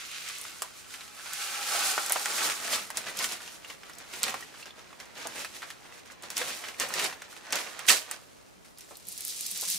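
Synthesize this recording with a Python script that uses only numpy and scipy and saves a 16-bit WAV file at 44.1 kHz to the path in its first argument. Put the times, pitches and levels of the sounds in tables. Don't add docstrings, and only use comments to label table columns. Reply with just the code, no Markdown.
import sys
import numpy as np
from scipy import signal
from scipy.fft import rfft, irfft, next_fast_len
from scipy.io import wavfile
from scipy.ndimage import uniform_filter1d, minimum_filter1d, map_coordinates

SR = 44100
rng = np.random.default_rng(int(sys.argv[2]) if len(sys.argv) > 2 else 0)


def log_audio(samples):
    frames = np.atleast_2d(samples).T
    limited = np.clip(frames, -1, 1)
    pcm = np.round(limited * 32767).astype(np.int16)
    wavfile.write(sys.argv[1], SR, pcm)


def convert_level_to_amplitude(level_db):
    exponent = np.asarray(level_db, float) / 20
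    return 10 ** exponent


N = 431279

# [t/s, left minus right/dB]
HANDS_SIDEWAYS = [
    (0, -2.5),
    (7.5, -3),
    (7.9, -8),
    (8.4, -2),
]
# [from t/s, to t/s]
HANDLED = (2.6, 8.17)

# [f/Hz, density/dB per Hz]
HUSH_SPECTRUM = [(20, -15), (60, -7), (200, -5.5), (500, -6), (1500, -13), (11700, -35), (16800, -29)]
HUSH_DB = -60

# [t/s, flow/dB, looseness/dB]; loose beads tick, packed ones bend the film
TIPPING = [(0, -42, -8.5), (.289, -41.5, -6.5), (.432, -44.5, -4), (.594, -50.5, -2), (.74, -54, -3.5),
           (.8, -53, 2), (.865, -55, -3.5), (.928, -50.5, 0), (1.12, -53, -3.5)]
# [t/s, flow/dB, looseness/dB]
POURING = [(1.429, -38.5, 1), (1.494, -40.5, -2.5), (1.75, -34.5, -2.5), (1.88, -33.5, 0),
           (1.95, -37.5, 0.5), (2.073, -40, 0), (2.23, -41, 1), (2.4, -35.5, -0.5), (2.45, -31.5, -0.5),
           (2.51, -34.5, -1), (2.542, -41.5, -1), (2.65, -46, 0.5), (2.74, -62, 0)]
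# [t/s, flow/dB, looseness/dB]
LEVELLING = [(8.4, -77, -2), (8.95, -64, 4), (9.037, -61, 0), (9.079, -57, 7), (9.261, -52, 10.5),
             (9.47, -50, 10), (9.545, -51, 8.5), (9.56, -45.5, 8), (9.665, -47.5, 7.5), (9.685, -43, 8),
             (9.74, -44.5, 8.5), (9.778, -50, 10.5)]
# [peak t/s, level/dB, rise through 20 dB/s, fall through 20
# dB/s, looseness/dB]
FOLDING = [(1.76, -36, .04, 0.26, 2), (2.731, -32, 0.1, 0.13, -1), (2.8, -40, 0.44, 0.066, -8.5),
           (2.978, -40, 0.06, 0.096, -4.5), (3.085, -39, 0.074, 0.12, -7.5),
           (3.195, -36.5, 0.077, 0.091, -7), (3.23, -34, 0.086, 0.12, 0), (3.33, -38.5, 0.082, 0.11, -5.5),
           (3.42, -49, 0.12, 0.7, -3.5), (3.702, -47, 0.071, 0.12, -6.5), (3.991, -52.5, 0.13, 1, -8),
           (4.141, -45, 0.043, 0.15, -1.5), (4.238, -40, 0.018, .1, -10), (4.29, -32, 0.1, 0.11, -7),
           (4.41, -49, .015, 0.068, -3), (4.44, -51, 0.091, 0.028, -5), (4.6, -52, .2, .08, -3),
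           (4.665, -47, 0.015, 0.088, -12.5), (4.79, -53.5, .1, 0.18, -11),
           (5.006, -45.5, 0.022, 0.063, -8), (5.08, -55.5, 0.089, 0.23, -11)]
# [peak t/s, level/dB, rise/s, fall/s, looseness/dB]
SEALING = [(5.168, -46.5, 0.015, 0.25, -13), (5.215, -42.5, 0.098, 0.24, -8.5), (5.355, -44, .02, .12, -4),
           (5.41, -44, .1, 0.068, -5), (5.55, -52, .05, .2, -3), (5.385, -42, 0.095, 0.18, -5),
           (5.623, -51.5, 0.52, 0.49, -5), (5.86, -53.5, 0.048, 0.04, -14), (5.994, -53, 0.26, 0.034, -5),
           (6.06, -51.5, 0.015, 0.11, -9), (6.119, -47, 0.03, 0.057, -8), (6.236, -47, 0.022, 0.11, -9.5),
           (6.311, -44, 0.014, 0.087, -4), (6.372, -36, 0.021, 0.12, -1.5), (6.406, -34, 0.03, 0.16, -4),
           (6.49, -40, 0.084, 0.36, -1.5), (6.682, -47.5, 0.63, 0.22, -11),
           (6.806, -30.5, 0.022, 0.11, -6.5), (6.97, -38, 0.13, 0.26, -9), (7.047, -31, 0.22, 0.073, -6)]
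# [peak t/s, level/dB, rise/s, fall/s, looseness/dB]
DROPPING = [(7.33, -52, 0.082, 0.039, -1), (7.368, -50.5, .03, 0.051, -5.5), (7.51, -49.5, 0.18, 0.3, -12),
            (7.53, -35, .012, .06, -7), (7.56, -34, 0.038, 0.088, -7), (7.59, -39.5, .03, 0.11, -2),
            (7.69, -41, 0.27, 0.17, -7.5), (7.8, -45, 0.065, 0.42, -9.5), (7.886, -25, 0.011, 0.068, 4.5),
            (7.901, -23, 0.027, 0.11, -2), (8.02, -56, 0.12, 0.11, -4), (8.13, -43.5, 0.12, 0.077, -4.5),
            (8.41, -67, 0.03, .04, -16), (8.2, -61, .05, 1.24, -1), (8.65, -56.5, 0.008, 0.1, -5),
            (8.79, -55, 0.02, 0.14, -1), (8.9, -60.5, .12, .15, 2)]
HELD_DB, HELD_LOOSE_DB = -60.5, -13
# [t/s, level/dB]
FILM_SHARE = [(0, -34), (.6, -12.5), (1.3, -16), (1.8, -10), (2.3, -4.5), (2.9, -9), (7.2, -7.5),
              (8.2, -6.5), (9.7, -13.5)]
PACKED = 0.66
EVEN_POUR_DB = 3

# [t/s, mouth resonance/dB, heave of its weight/dB, deepest mode as it empties/dB]
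BAG_HOLLOW = [(0, 6.5, -36, -14), (.6, 5.5, -45, -12), (1.15, 12, -55, 0), (1.55, 8, -42, 2.5),
              (2, 5.5, -30, 5), (2.3, 0.5, -21, 1), (2.9, -5, -10.5, -14), (7.2, -39, -14.5, 0),
              (7.8, -13, -31, -2)]
# [f/Hz, width/Hz, level/dB]
MOUTH_MODES = [(817, 72, -3.5), (1154, 62, -3), (1316, 113, 0.5), (1500, 72, -7)]
# [f/Hz, density/dB per Hz]
FLEX_SPECTRUM = [(100, -35), (250, -6), (550, 1.5), (1100, 1), (2000, 1), (4000, -30), (9000, -50)]
# [f/Hz, density/dB per Hz]
SLIDE_SPECTRUM = [(400, -29), (1200, -13), (2400, 1), (4000, -3), (6500, -6.5), (11000, -21.5),
                  (17000, -52)]
# [f/Hz, density/dB per Hz]
TICK_SPECTRUM = [(1500, -24), (4000, -1.5), (7000, -0.5), (10000, -3), (13000, -9), (16000, -13),
                 (20000, -51)]
# [f/Hz, density/dB per Hz]
HEAVE_SPECTRUM = [(40, -20.5), (200, 0.5), (400, -2), (900, -21)]

# [t/s, peak level/dB, f/Hz, rustle under the peak/dB]
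POPS = [(.2992, -28, 2050, -17), (.4515, -27, 1500, -12), (1.0082, -31.5, 2270, -7),
        (1.2591, -28.5, 1540, -4), (1.9787, -10, 1250, -13.5), (2.1059, -20.5, 1100, -0.5),
        (2.1592, -17.5, 1150, -5), (2.3232, -23, 1730, -16), (2.4989, -16, 1950, -10),
        (2.6778, -21, 2040, -16), (2.7308, -22.5, 1900, -10), (3.0668, -26.5, 1760, -5),
        (3.2054, -21, 1490, -5), (3.4042, -29.5, 1410, -10), (3.477, -33, 2360, -8),
        (3.6461, -28, 2300, -27), (3.7017, -26.5, 2140, -14), (3.8337, -29.5, 1760, -18),
        (4.54, -43, 1290, 6.5), (4.9287, -35.5, 1280, -9), (5.6204, -26.5, 1900, -10),
        (5.6288, -29, 1400, -1.5), (6.416, -21, 1780, -3.5), (6.6393, -32, 2040, 1.5),
        (6.6844, -25.5, 2150, -5.5), (6.9049, -21, 1290, -20), (7.1262, -25.5, 1780, -9),
        (7.5634, -33, 1700, -5), (7.8853, -4, 2660, -27), (8.0903, -29.5, 1500, -14)]
# [t/s, snap level/dB, buckle level/dB, buckle f/Hz]
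CREASES = [(0.6208, -15.5, -18, 1170), (.9399, -33, -26, 2040), (1.3343, -17, -44, 2330),
           (2.0628, -19, -37, 2190), (2.097, -14, -21, 1430), (2.122, -31, -18, 1770),
           (2.2581, -17, -15, 1590), (2.3822, -29, -21.5, 2220), (2.9034, -22, -23, 1590),
           (2.972, -15.5, -22.5, 1970), (3.2434, -14, -17.5, 2160), (3.8966, -38, -29.5, 1410),
           (4.1364, -36, -25, 2370), (4.232, -9.5, -18, 2780), (4.342, -31, -16, 1070),
           (5.358, -34, -27, 1560), (5.447, -28, -19.5, 1820), (5.7033, -35, -27, 2020),
           (6.2355, -35, -38, 1530), (6.3032, -27, -25.5, 2220), (6.379, -14, -19.5, 2100),
           (6.7993, -13, -20, 2040), (6.9969, -20, -12.5, 1990), (7.22, -31, -27.5, 1530),
           (7.5054, -45, -29, 1583), (7.5244, -16, -18, 2540), (7.792, -26, -22, 1670),
           (7.8954, -5, -9, 2470), (8.1129, -16.5, -22.5, 1580)]
# [t/s, peak level/dB, f/Hz]
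SNAPS = [(.6264, -22, 7560), (2.1314, -15, 8100), (2.1379, -30, 7760), (2.1961, -23, 5760),
         (2.3564, -20, 6820), (2.4649, -28, 7810), (2.7592, -21, 6860), (2.9771, -20, 6400),
         (3.172, -21, 6000), (3.1902, -14, 5890), (3.2904, -25, 5400), (3.9521, -42, 7200),
         (3.9854, -32.5, 7760), (4.2385, -10.5, 4250), (4.2963, -27, 6660), (4.6575, -35, 5370),
         (4.708, -41, 3500), (5.0015, -33, 5900), (5.2715, -21.5, 6700), (5.7104, -34, 4300),
         (6.1197, -37, 5800), (6.3688, -14.5, 6600), (6.8894, -26, 8080), (6.9395, -16.5, 6660),
         (2.122, -6, 9800), (7.0437, -18, 7900), (7.5298, -17, 5100), (7.5564, -16.5, 7040),
         (7.904, -8, 6000), (7.879, -24, 8500), (4.4075, -33, 7500), (7.506, -34, 5470), (7.867, -29, 7700),
         (7.9902, -28, 4770),
         (0.1144, -36, 7380), (0.2882, -26, 7050), (0.3844, -32, 8040), (0.414, -28.5, 9280),
          (0.4394, -31, 8020), (0.5087, -41, 7460), (3.1712, -34, 8100), (5.0559, -45, 7560),
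          (5.1796, -38, 7000), (6.2243, -37, 7390), (8.9044, -44, 7700), (8.9994, -45, 7340),
          (9.0533, -45, 8820)]
# [t/s, peak level/dB, f/Hz, rustle under the peak/dB]
FLICKS = [(0.7624, -43, 4680, -12), (0.7784, -39, 5260, -12), (0.9064, -33, 5540, -12),
          (1.1964, -30, 1500, -10), (2.9024, -23.5, 1540, -12), (3.2415, -16, 3920, -11),
          (3.3209, -23, 5450, -12), (3.934, -34, 5060, -12), (4.0397, -37, 1810, -12),
          (4.2822, -16, 1920, -7), (4.406, -34, 1860, -9), (4.6563, -34, 1580, -8),
          (5.0007, -33, 1810, -12), (5.0294, -39, 1700, -7), (5.1617, -35, 2010, -12),
          (5.2066, -30, 2000, -12), (5.3794, -31, 1910, -12), (5.8321, -44, 2730, -12),
          (5.8556, -37, 2310, -12), (5.9233, -34, 1840, -12), (6.0536, -40, 2470, -10),
          (6.101, -33, 1710, -6), (6.3026, -24, 6540, -14), (6.6383, -32, 2300, -12),
          (6.7446, -32, 2294, -12), (7.1137, -30, 2020, -12), (7.2185, -30, 2300, -12),
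          (7.2974, -41, 2100, -12), (7.3278, -35, 1540, -5), (7.365, -30.5, 2720, -9),
          (7.4864, -33, 1580, -20), (7.5847, -28, 2490, -15), (7.67, -31, 2290, -12),
          (7.7662, -39, 2130, -12), (7.854, -30, 2060, -9), (8.082, -35, 1520, -12),
          (8.2794, -53, 1530, -12), (8.6474, -44, 2240, -10), (8.7744, -38, 5030, -12),
          (8.8079, -33, 5940, -12), (8.8894, -46, 1720, -12), (8.955, -34.5, 4350, -14)]
# [t/s, peak level/dB, f/Hz, rustle under the peak/dB]
RINGS = [(3.7, -37, 2920, -6), (4.626, -37, 2700, -4), (4.628, -41, 4400, -8), (4.706, -42, 3470, -10),
         (4.425, -39, 1900, -6), (2.384, -31, 2500, -8), (7.888, -17, 2500, -8), (7.893, -17, 2830, -8),
         (7.9, -18, 1870, -6), (7.905, -15, 4350, -6), (5.004, -44, 2100, -3), (3.647, -37, 2840, -8)]
# [t/s, peak level/dB]
BEADS_ON_TIN = [(8.648, -49), (8.785, -32), (8.81, -41), (8.9705, -32), (9.0704, -33), (9.086, -24),
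                (9.1192, -30), (9.125, -27), (9.1777, -25), (9.2073, -23.5), (9.2507, -20.5), (9.2735, -29),
                (9.2806, -20.5), (9.4092, -21), (9.466, -23), (9.5136, -20.5), (9.5747, -20), (9.6115, -21),
                (9.6816, -23), (9.701, -16), (9.7587, -24)]
# [t/s, peak level/dB, f/Hz, rustle under the peak/dB]
KNOCKS = [(.645, -33, 1000, 0), (1.748, -25.5, 693, 4), (2.158, -19.5, 758, 0), (5.254, -33, 670, 14.5),
          (6.411, -27.5, 510, -16), (6.938, -25, 1800, 1), (8.56, -54.5, 184, -16), (8.908, -38, 576, 8),
          (8.912, -37, 1076, -4), (9.07, -51.5, 187, -12), (9.52, -46, 190, -4), (9.44, -52, 187, -6),
          (9.625, -40.5, 573, 10), (9.629, -35, 1050, 7), (9.67, -47, 187, -6), (9.745, -44, 185, -8)]
SNAP_RUSTLE_DB, BUCKLE_RUSTLE_DB, TIN_RUSTLE_DB = -19, -13, -17.5
CLEANER = 0.27
CREASE_HZ, TIN_HZ = 7700, 9800
PITCH_SCATTER = 0.04

# [f/Hz, t60/s]
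ROOM_T60 = [(200, 0.093), (2500, 0.13), (15000, 0.086)]
# [f/Hz, level/dB]
MICROPHONE_TOP = [(15600, 1.5), (15900, -32), (16500, -36), (17000, -54)]
# [f/Hz, level/dB]
WIDEN = [(60, 7), (640, 4), (5000, 0.5), (15000, 5)]
PORT_LAG_S = 8e-6
DUCK_HZ, DUCK_FROM_DB, DUCK_SLOPE, LASTING_S = 110, -44, 0.9, 0.31


def unit(x):
    return x / np.sqrt(np.mean(x ** 2) + 1e-20)


def along(points, hz):
    f, value = np.transpose(points)
    return np.interp(np.log(hz + 1), np.log(f + 1), value)


def curves(rows):
    s, *columns = np.transpose(rows)
    return [np.interp(np.arange(N) / SR, s, column) for column in columns]


def wobble(rate):
    knots = rng.standard_normal(int(N * rate / SR) + 4)
    return map_coordinates(knots, [np.arange(N) * rate / SR])


def filtered(x, response):
    m = next_fast_len(N + SR // 2)
    return irfft(rfft(x, m) * response(np.fft.rfftfreq(m, 1 / SR)), m)[..., :N]


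def peak(f, hz, width):
    return 1j * f * width / (hz * hz - f * f + 1j * f * width)


def while_handled(t):
    return (t > HANDLED[0]) & (t < HANDLED[1])


def hush():
    noise = filtered(rng.standard_normal((2, N)), lambda hz: convert_level_to_amplitude(along(HUSH_SPECTRUM, hz)))
    return convert_level_to_amplitude(HUSH_DB + 0.21 * wobble(3.7)) * unit(noise)


def motion():
    t = np.arange(0, N / SR, 1 / 1000)
    s, flow_db, flow_loose_db = np.transpose(TIPPING + POURING + LEVELLING)
    at, peak_db, rise, fall, move_loose_db = np.transpose(FOLDING + SEALING + DROPPING)[..., None]
    moves_db = peak_db - 20 * np.where(t < at, (at - t) / rise, (t - at) / fall)
    held_db = np.where(while_handled(t), HELD_DB, -120)
    level = np.vstack([np.interp(t, s, flow_db), held_db, moves_db])
    flow_loose = np.interp(t, s, flow_loose_db)
    loose = np.vstack([flow_loose, HELD_LOOSE_DB + 0 * t, move_loose_db + 0 * t])

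    def total(db):
        return 10 * np.log10(np.sum(convert_level_to_amplitude(db) ** 2, axis=0))

    flex_db = total(level - PACKED * loose) + np.interp(t, *np.transpose(FILM_SHARE))
    return curves(np.transpose([t, flex_db, total(level), total(level + loose)]))


def rattle(spectrum, rate, spread_db, life, clump_db, blur_db, wide_db):
    when, size = rng.random(N), rng.exponential(size=N)
    knocks = (when < rate / SR) * convert_level_to_amplitude(spread_db * np.minimum(size, 3))
    bursts = signal.lfilter([1], [1, -convert_level_to_amplitude(-60 / (life * SR))], knocks)
    blurred = np.hypot(unit(bursts), convert_level_to_amplitude(blur_db)) / np.hypot(1, convert_level_to_amplitude(blur_db))
    push = blurred * convert_level_to_amplitude(clump_db * wobble(35))
    shared, apart = rng.standard_normal((2, N))
    pair = shared + convert_level_to_amplitude(wide_db) * np.array([apart, -apart])
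    return unit(filtered(push * pair, lambda hz: convert_level_to_amplitude(along(spectrum, hz))))


def beads():
    flex_db, slide_db, tick_db = motion()
    mouth_db, heave_db, deep_db = curves(BAG_HOLLOW)
    even_db = EVEN_POUR_DB * (np.arange(N) < HANDLED[0] * SR)
    flex = convert_level_to_amplitude(flex_db - 1.5) * rattle(FLEX_SPECTRUM, rate=300, spread_db=2.5, life=0.012,
                                       clump_db=0.8, blur_db=4 + even_db, wide_db=-12)
    slide = convert_level_to_amplitude(slide_db - 2.42) * rattle(SLIDE_SPECTRUM, rate=760, spread_db=2.0, life=0.0058,
                                          clump_db=1.47, blur_db=0.6 + even_db, wide_db=-5.5)
    tick = convert_level_to_amplitude(tick_db + 0.6) * rattle(TICK_SPECTRUM, rate=900, spread_db=3.5, life=0.002,
                                       clump_db=1.2, blur_db=1.5 + even_db, wide_db=-6)
    heave = convert_level_to_amplitude(flex_db + heave_db) * rattle(HEAVE_SPECTRUM, rate=100, spread_db=-1.0, life=0.044,
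                                             clump_db=-0.9, blur_db=8.5, wide_db=-36)

    def mouth(f):
        deepest, *others = [convert_level_to_amplitude(db) * peak(f, hz, width) for hz, width, db in MOUTH_MODES]
        return np.array([deepest, sum(others)])

    deep, upper = filtered((flex + slide).mean(axis=0), mouth)
    ring = convert_level_to_amplitude(deep_db) * deep + upper
    return flex + slide + tick + heave + convert_level_to_amplitude(mouth_db + 2.0) * ring


def cracks(rows, turns, edge_db, width, lift_db, t60, tear):
    out = np.zeros(N + SR)
    t = np.arange(next_fast_len(SR // 8)) / SR
    f = np.fft.rfftfreq(len(t), 1 / SR)
    noise = rng.standard_normal((len(rows), len(t)))
    for (s, db, hz, rustle_db), grit in zip(rows, noise):
        ring = np.sin(2 * np.pi * hz * t) * convert_level_to_amplitude(-60 * t * hz / turns)
        fade = convert_level_to_amplitude(edge_db - 60 * t / tear) + convert_level_to_amplitude(rustle_db - 60 * t / t60)
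        colour = peak(f, hz, width * hz) * peak(f, hz, 4 * hz)
        crack = irfft(rfft(ring + fade * grit) * colour, len(t))
        out[round(s * SR):][:len(t)] += convert_level_to_amplitude(db + lift_db) * crack
    return out[:N]


def scattered(hz, count):
    return hz * np.exp(PITCH_SCATTER * rng.standard_normal(count))


def film():
    crease_hz = scattered(CREASE_HZ, len(CREASES))
    folds = SNAPS + [(s, db, hz) for (s, db, _, _), hz in zip(CREASES, crease_hz)]
    sharp = [(s, db, hz, SNAP_RUSTLE_DB - CLEANER * (db + 19)) for s, db, hz in folds]
    tin_hz = scattered(TIN_HZ, len(BEADS_ON_TIN))
    sharp += [(s, db, hz, TIN_RUSTLE_DB) for (s, db), hz in zip(BEADS_ON_TIN, tin_hz)]
    dull = POPS + [(s, db, hz, BUCKLE_RUSTLE_DB) for s, _, db, hz in CREASES]
    snaps = cracks(sharp, turns=5.3, edge_db=-10, width=0.65, lift_db=6.5, t60=0.036, tear=0.0032)
    flicks = cracks(FLICKS, turns=8.6, edge_db=-2.5, width=0.52, lift_db=-3.0, t60=0.078, tear=0.017)
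    rings = cracks(RINGS, turns=64, edge_db=-8, width=0.2, lift_db=1.0, t60=0.12, tear=0.03)
    buckles = cracks(dull, turns=4.2, edge_db=-5.5, width=0.96, lift_db=-0.96, t60=0.14, tear=0.033)
    return snaps + flicks + rings + buckles


def fingertips():
    return cracks(KNOCKS, turns=32, edge_db=-11, width=0.94, lift_db=-6.5, t60=0.17, tear=0.049)


def room(x):
    hop = SR // 8
    starts = np.arange(0, N, hop)
    padded = np.pad(x, (hop, 2 * hop))
    pieces = np.lib.stride_tricks.sliding_window_view(padded, 2 * hop)[starts]
    window = np.sin(np.pi * np.arange(2 * hop) / (2 * hop))
    hz, t, z = signal.stft(rng.standard_normal((2, len(starts), SR // 6)), SR, nperseg=256)
    decay = convert_level_to_amplitude(-60 * t / along(ROOM_T60, hz)[:, None])
    tails = signal.istft(z * decay, SR, nperseg=256)[1]
    tails = tails / np.linalg.norm(tails, axis=-1, keepdims=True)
    wet = signal.fftconvolve(pieces[None] * window, tails, axes=-1)
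    out = np.zeros((2, N + SR))
    for s, piece in zip(starts, wet.swapaxes(0, 1)):
        out[:, s + 60:][:, :piece.shape[1]] += piece
    return out[:, hop:N + hop]


def scene():
    handled = while_handled(np.arange(N) / SR)
    uneven = convert_level_to_amplitude(1.44 * handled * wobble(16))
    near = convert_level_to_amplitude(-0.5) * uneven * beads() + film() + fingertips()
    sideways_db = curves(HANDS_SIDEWAYS)[0]
    placed = near * convert_level_to_amplitude(sideways_db * [[0.3], [-0.3]])
    echoes = convert_level_to_amplitude(-8) * room(near.mean(axis=0)) * convert_level_to_amplitude([[0.6], [-0.6]])
    return placed + echoes + hush()


def thinned(x):
    level_db = 10 * np.log10(np.abs(uniform_filter1d(x ** 2, SR // 20)) + 1e-12)
    lasting_db = uniform_filter1d(minimum_filter1d(level_db, int(LASTING_S * SR)), SR // 10)
    cut_db = DUCK_SLOPE * np.maximum(lasting_db - DUCK_FROM_DB, 0)
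    bass = filtered(x, lambda hz: 1 / (1 + (hz / DUCK_HZ) ** 4))
    return x - bass * (1 - convert_level_to_amplitude(-cut_db))


def band_limit(x):
    return signal.sosfilt(signal.butter(12, 16970, fs=SR, output="sos"), x)


def record(dry):
    lead = PORT_LAG_S * np.array([[1], [-1]])
    ports = filtered(dry, lambda hz: convert_level_to_amplitude(along(MICROPHONE_TOP, hz)) * np.exp(1j * np.pi * hz * lead))
    mid = thinned(ports.mean(axis=0))
    side = filtered((ports[0] - ports[1]) / 2, lambda hz: convert_level_to_amplitude(along(WIDEN, hz)))
    wide = np.array([mid + side, mid - side])
    rounded = wide / (1 + (wide / 0.9) ** 4) ** (1 / 4)
    return band_limit(rounded)


dry = scene()
out = record(dry)
log_audio(out)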